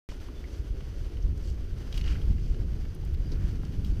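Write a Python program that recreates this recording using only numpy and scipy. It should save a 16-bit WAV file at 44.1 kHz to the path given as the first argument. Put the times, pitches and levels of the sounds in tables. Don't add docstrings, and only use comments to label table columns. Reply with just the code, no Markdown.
import sys
import numpy as np
from scipy import signal
from scipy.fft import rfft, irfft
from scipy.io import wavfile
from scipy.ndimage import uniform_filter1d

SR = 44100
rng = np.random.default_rng(int(sys.argv[2]) if len(sys.argv) > 2 else 0)


def pcm_store(signal):
    levels = np.round(np.clip(np.atleast_2d(signal), -1, 1) * 32767)
    wavfile.write(sys.argv[1], SR, levels.astype(np.int16).T)


N = 176400
TIME = np.arange(N) / SR

# t/s, buffet level/dB, flutter level/dB
GUSTS = [(.1, -37, -51), (.53, -38, -53), (.6, -37, -48), (.89, -32.5, -44), (1.19, -30, -47),
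         (1.31, -27, -34.5), (1.4, -30, -42), (1.9, -35.5, -42.5), (2.0, -24, -39.5), (2.18, -29, -39),
         (2.3, -24.5, -31.5), (2.38, -25, -37), (2.66, -28.5, -37.5), (2.92, -33, -40.5), (3.2, -27, -39),
         (3.4, -28.5, -35.5), (3.68, -32.5, -35), (3.97, -26.5, -38)]
# f/Hz, level/dB
BUFFET_EQ = [(8, -12), (22, -1), (38, 0), (62, -2), (88, -10), (140, -26), (300, -55), (900, -90)]
FLUTTER_EQ = [(40, -32.5), (90, 4.5), (125, 0.5), (200, -9), (300, -17.5), (450, -33.5), (800, -53),
              (3000, -62.5)]
TREAD_EQ = [(80, -4), (220, -3), (320, 1.5), (420, -2), (540, -10), (700, -20.5), (1100, -31.5),
            (4000, -63)]
DIRT_EQ = [(200, 8.5), (700, 4), (1050, 0), (1450, 1), (2300, -1.5), (3800, -4.5), (5200, -5), (6200, -7.5),
           (6900, -13), (9000, -16), (15000, -18)]
LEAF_EQ = [(300, -20), (900, -8), (1500, -1.5), (3000, 0), (3600, -5), (5400, -3), (7200, -11), (9500, -20),
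           (13000, -22), (15000, -29)]
CRACK_EQ = [(800, -22), (2000, -9), (2900, 0), (5000, -3.5), (7000, -14), (10000, -21), (13000, -18),
            (15000, -28)]
# t/s, drone level/dB, dirt level/dB
ROLL = [(.1, -48, -59.5), (.2, -53.5, -55.5), (.3, -51.5, -56), (.5, -49, -56), (.85, -51.5, -58),
        (1.0, -50.5, -58), (1.3, -48.5, -57.5), (1.7, -51, -57.5), (2.2, -48.5, -54), (2.42, -52.5, -60.5),
        (2.62, -45.5, -57.5), (2.82, -52, -56.5), (3.25, -50, -59.5), (3.42, -48.5, -55), (3.7, -50, -57.5),
        (3.98, -51, -57)]
# peak t/s, level/dB, rise/s, fall/s, brightness/dB
SWISHES = [(.1, -57, 0.022, 0.036, 5.5), (.54, -64.5, 0.04, 0.04, 14), (1.0, -69, 0.045, 0.057, 26),
           (1.475, -58.5, 0.035, 0.042, 15), (1.963, -52.5, 0.018, 0.03, 6),
           (2.083, -49.5, 0.03, 0.048, -4), (2.47, -62.5, 0.077, 0.075, 7), (3.42, -62.5, 0.11, 0.093, -37),
           (3.5, -67, 0.057, 0.028, 15), (3.86, -61.5, .012, 0.038, 14)]
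# f/Hz, level/dB, t60/s
METAL_MODES = [(2584, -3, .028), (2915, -1, .055), (3235, 0, .036), (3840, 0, .03), (4620, -1, .05),
               (5400, -4, .03)]
# t/s, level/dB, f/Hz, width/octaves, fade/s
RATTLES = [(0.091, -50.5, 2200, 0.13, 0.0054), (.119, -44, 694, 0.46, 0.0036),
           (0.286, -48, 1220, 0.41, 0.0037), (0.441, -47.5, 2070, 0.12, 0.0057),
           (.806, -52, 1700, 1.07, 0.0034), (1.171, -53, 2380, 0.59, 0.0018),
           (1.225, -59, 5600, 0.16, .005), (1.376, -56.5, 5200, 0.99, 0.003),
           (2.153, -47.5, 1900, 0.42, 0.0092), (2.382, -52, 2190, 0.27, 0.0039),
           (2.545, -51, 1880, 0.8, 0.0025), (2.851, -53, 1600, 0.86, 0.0042),
           (2.949, -54.5, 11000, 0.53, 0.0015), (3.032, -51, 890, 0.15, 0.0055),
           (3.05, -56, 8500, 1.5, .003), (3.14, -61, 13500, .2, .001), (3.146, -51, 2200, 0.94, 0.0024),
           (3.318, -50.5, 4700, 0.28, 0.01), (3.634, -43.5, 730, 0.67, 0.0029),
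           (3.651, -51, 4120, 0.55, 0.0013)]
# t/s, level/dB
BUMPS = [(.29, -40), (3.318, -42)]
# t/s, length/s, f/Hz, level/dB
RINGS = [(.335, 0.094, 3480, -66.5), (3.23, .08, 4810, -69)]
# t/s, level/dB, f/Hz
EDDIES = [(0.603, -26.5, 60), (0.711, -20.5, 45.3), (1.25, -19, 42.4), (2.114, -17.5, 54),
          (2.307, -19, 59.4), (3.449, -19, 48), (3.862, -26, 70.6)]
# t/s, length/s, f/Hz, level/dB
HUMS = [(.72, .14, 400, -56), (.9, .13, 570, -59.5)]
# t/s, level/dB, brightness/dB, clack centre f/Hz
TWIGS = [(1.9263, -44.5, -3, 3450), (1.942, -47.5, -2, 3000), (1.9767, -40.5, 10, 3600),
         (2.0121, -42.5, -7, 2650), (2.0415, -49, -10, 2850), (2.0775, -45, -9, 2950),
         (2.216, -54, -9, 3300), (3.847, -49, 24, 3500)]
# f/Hz, width/Hz, lift/dB
CASE_MODES = [(1480, 300, 2), (2950, 300, 3.5), (3250, 120, 2.5), (3900, 400, -1), (4660, 350, 3.5),
              (6100, 250, 3.5)]


def amp(db):
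    return 10 ** (np.asarray(db) / 20)


def unit(x):
    return x / np.sqrt(np.mean(x ** 2) + 1e-20)


def add(mix, s, sound):
    part = mix[max(round(s * SR), 0):][:len(sound)]
    part += sound[:len(part)]


def fader(table, column):
    rows = np.array(table)
    return amp(np.interp(TIME, rows[:, 0], rows[:, column]))


def bins(x):
    return np.maximum(np.fft.rfftfreq(len(x), 1 / SR), 1)


def shape(x, gains):
    return unit(irfft(rfft(x) * gains, len(x)))


def colour(x, eq, bright_db=0, shelf_hz=1):
    hz, db = np.transpose(eq)
    curve_db = np.interp(np.log(bins(x)), np.log(hz), db)
    shelf_db = bright_db / (1 + (shelf_hz / bins(x)) ** 4)
    return shape(x, amp(curve_db + shelf_db))


def band(count, hz, octaves):
    noise = rng.standard_normal(count)
    return shape(noise, np.exp(-.5 * (np.log2(bins(noise) / hz) / octaves) ** 2))


def wobble(depth_db, rate_hz):
    noise = rng.standard_normal(N)
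    drift = shape(noise, 1 / (1 + (bins(noise) / rate_hz) ** 2))
    return unit(amp(depth_db * drift))


def steady_noise(eq, steady_s=.24):
    noise = colour(rng.standard_normal(N), eq)
    size = int(steady_s * SR)
    power = uniform_filter1d(uniform_filter1d(noise ** 2, size), size)
    return noise / np.sqrt(power + 1e-9)


def grains(per_s, spread_db):
    strength = amp(spread_db * np.minimum(rng.exponential(1, N), 4))
    polarity = np.sign(rng.standard_normal(N))
    hits = rng.random(N) < per_s / SR
    return unit(strength * polarity * hits)


def strike(t, rise_s, fade_s):
    envelope = (1 - np.exp(-t / rise_s)) * np.exp(-t / fade_s)
    return envelope / envelope.max()


def wind():
    buffet = steady_noise(BUFFET_EQ) * wobble(depth_db=2, rate_hz=26) * fader(GUSTS, column=1)
    flutter = steady_noise(FLUTTER_EQ) * wobble(depth_db=1, rate_hz=28) * fader(GUSTS, column=2)
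    return buffet + flutter


def tyres():
    drone = steady_noise(TREAD_EQ) * wobble(depth_db=1.5, rate_hz=41) * fader(ROLL, column=1)
    hiss = rng.standard_normal(N)
    grit = amp(-6) * grains(per_s=500, spread_db=2)
    dirt = colour(hiss + grit, DIRT_EQ) * wobble(depth_db=1.4, rate_hz=14) * fader(ROLL, column=2)
    return drone + dirt


def whine(hz=13277, db=-89):
    return amp(db) * unit(np.sin(2 * np.pi * hz * TIME))


def shrubs(stem_share=.57):
    out = np.zeros(N)
    for s, db, rise_s, fall_s, bright_db in SWISHES:
        stems = grains(per_s=1500, spread_db=3)
        scrape = stem_share * stems + (1 - stem_share) * rng.standard_normal(N)
        swell = np.exp(-.5 * ((TIME - s) / np.where(TIME < s, rise_s, fall_s)) ** 2)
        out += amp(db) * swell * colour(scrape, LEAF_EQ, bright_db, shelf_hz=3460)
    return out * wobble(depth_db=.5, rate_hz=160)


def struck_metal(t, weights):
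    return sum(weight * amp(db) * np.exp(-np.log(1000) * t / t60) * np.sin(2 * np.pi * hz * t)
               for weight, (hz, db, t60) in zip(weights, METAL_MODES))


def scraped_metal(leaves, relative_db=-13):
    response = struck_metal(TIME[:SR // 4], np.ones(len(METAL_MODES)))
    ringing = unit(signal.fftconvolve(leaves, response)[:N])
    return amp(relative_db) * np.std(leaves) * ringing


def rattles(click_db=-2, click_fade_s=.0012):
    out, t = np.zeros(N), TIME[:SR // 10]
    for s, db, hz, octaves, fade_s in RATTLES:
        click = amp(click_db) * np.exp(-t / click_fade_s) * band(len(t), hz, octaves=.8)
        body = strike(t, rise_s=.00067, fade_s=fade_s) * band(len(t), hz, octaves)
        add(out, s, amp(db) * (click + body))
    return out


def bumps():
    out, t = np.zeros(N), TIME[:SR // 10]
    envelope = strike(t, rise_s=.008, fade_s=.016)
    for s, db in BUMPS:
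        add(out, s, amp(db) * envelope * band(len(t), hz=310, octaves=.33))
    return out


def brake_rings(half_width_hz=74):
    out = np.zeros(N)
    for s, length_s, hz, db in RINGS:
        rub = rng.standard_normal(N)[:int(length_s * SR)]
        tone = shape(rub, 1 / (1 + ((bins(rub) - hz) / half_width_hz) ** 2))
        add(out, s, amp(db) * np.sqrt(np.hanning(len(rub))) * tone)
    return out


def eddy_thumps(width_cycles=.43):
    out = np.zeros(N)
    puff = band(N, hz=170, octaves=.42) * fader(GUSTS, column=2)
    for s, db, hz in EDDIES:
        cycles = (TIME - s) * hz
        swing = amp(db) * np.sin(2 * np.pi * (cycles + rng.random()))
        swell = np.exp(-.5 * (cycles / width_cycles) ** 2)
        out += swell * (swing + puff)
    return out


def tread_hums(glide_per_s=.9):
    out = np.zeros(N)
    for s, length_s, hz, db in HUMS:
        t = np.arange(-length_s / 2, length_s / 2, 1 / SR)
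        cycles = np.cumsum(hz * (1 + glide_per_s * t)) / SR
        tone = unit(np.sin(2 * np.pi * cycles))
        add(out, s, amp(db) * np.sqrt(np.hanning(len(t))) * tone)
    return out * wobble(depth_db=4, rate_hz=75)


def twigs(crack_db=-1, clack_db=2.5, clack_octaves=.22):
    out, t = np.zeros(N), TIME[:SR // 10]
    envelope = amp(crack_db) * strike(t, rise_s=.0003, fade_s=.003)
    mode_hz = np.array(METAL_MODES)[:, 0]
    for s, db, bright_db, hz in TWIGS:
        weights = 1 / (1 + (np.log2(mode_hz / hz) / clack_octaves) ** 2)
        clack = amp(clack_db) * struck_metal(t, weights / np.linalg.norm(weights))
        crack = envelope * colour(rng.standard_normal(len(t)), CRACK_EQ, bright_db, shelf_hz=9000)
        add(out, s, amp(db) * (clack + crack))
    return out


def camera_case(x):
    for hz, width_hz, lift_db in CASE_MODES:
        b, a = signal.iirpeak(hz, hz / width_hz, SR)
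        x = x + (amp(lift_db) - 1) * signal.lfilter(b, a, x)
    return x


def scene():
    leaves = shrubs()
    bike = tyres() + tread_hums() + bumps() + rattles() + brake_rings() + scraped_metal(leaves)
    return (wind() + eddy_thumps() + camera_case(bike + leaves + twigs()))[None]


def record(dry):
    start_s, cutoff_hz = .0895, 15350
    gated = (dry + whine()) * (TIME >= start_s)
    lowpass = signal.firwin(511, cutoff_hz, window=("kaiser", 9), fs=SR)
    return signal.oaconvolve(gated, lowpass[None], "same")


dry = scene()
out = record(dry)
pcm_store(out)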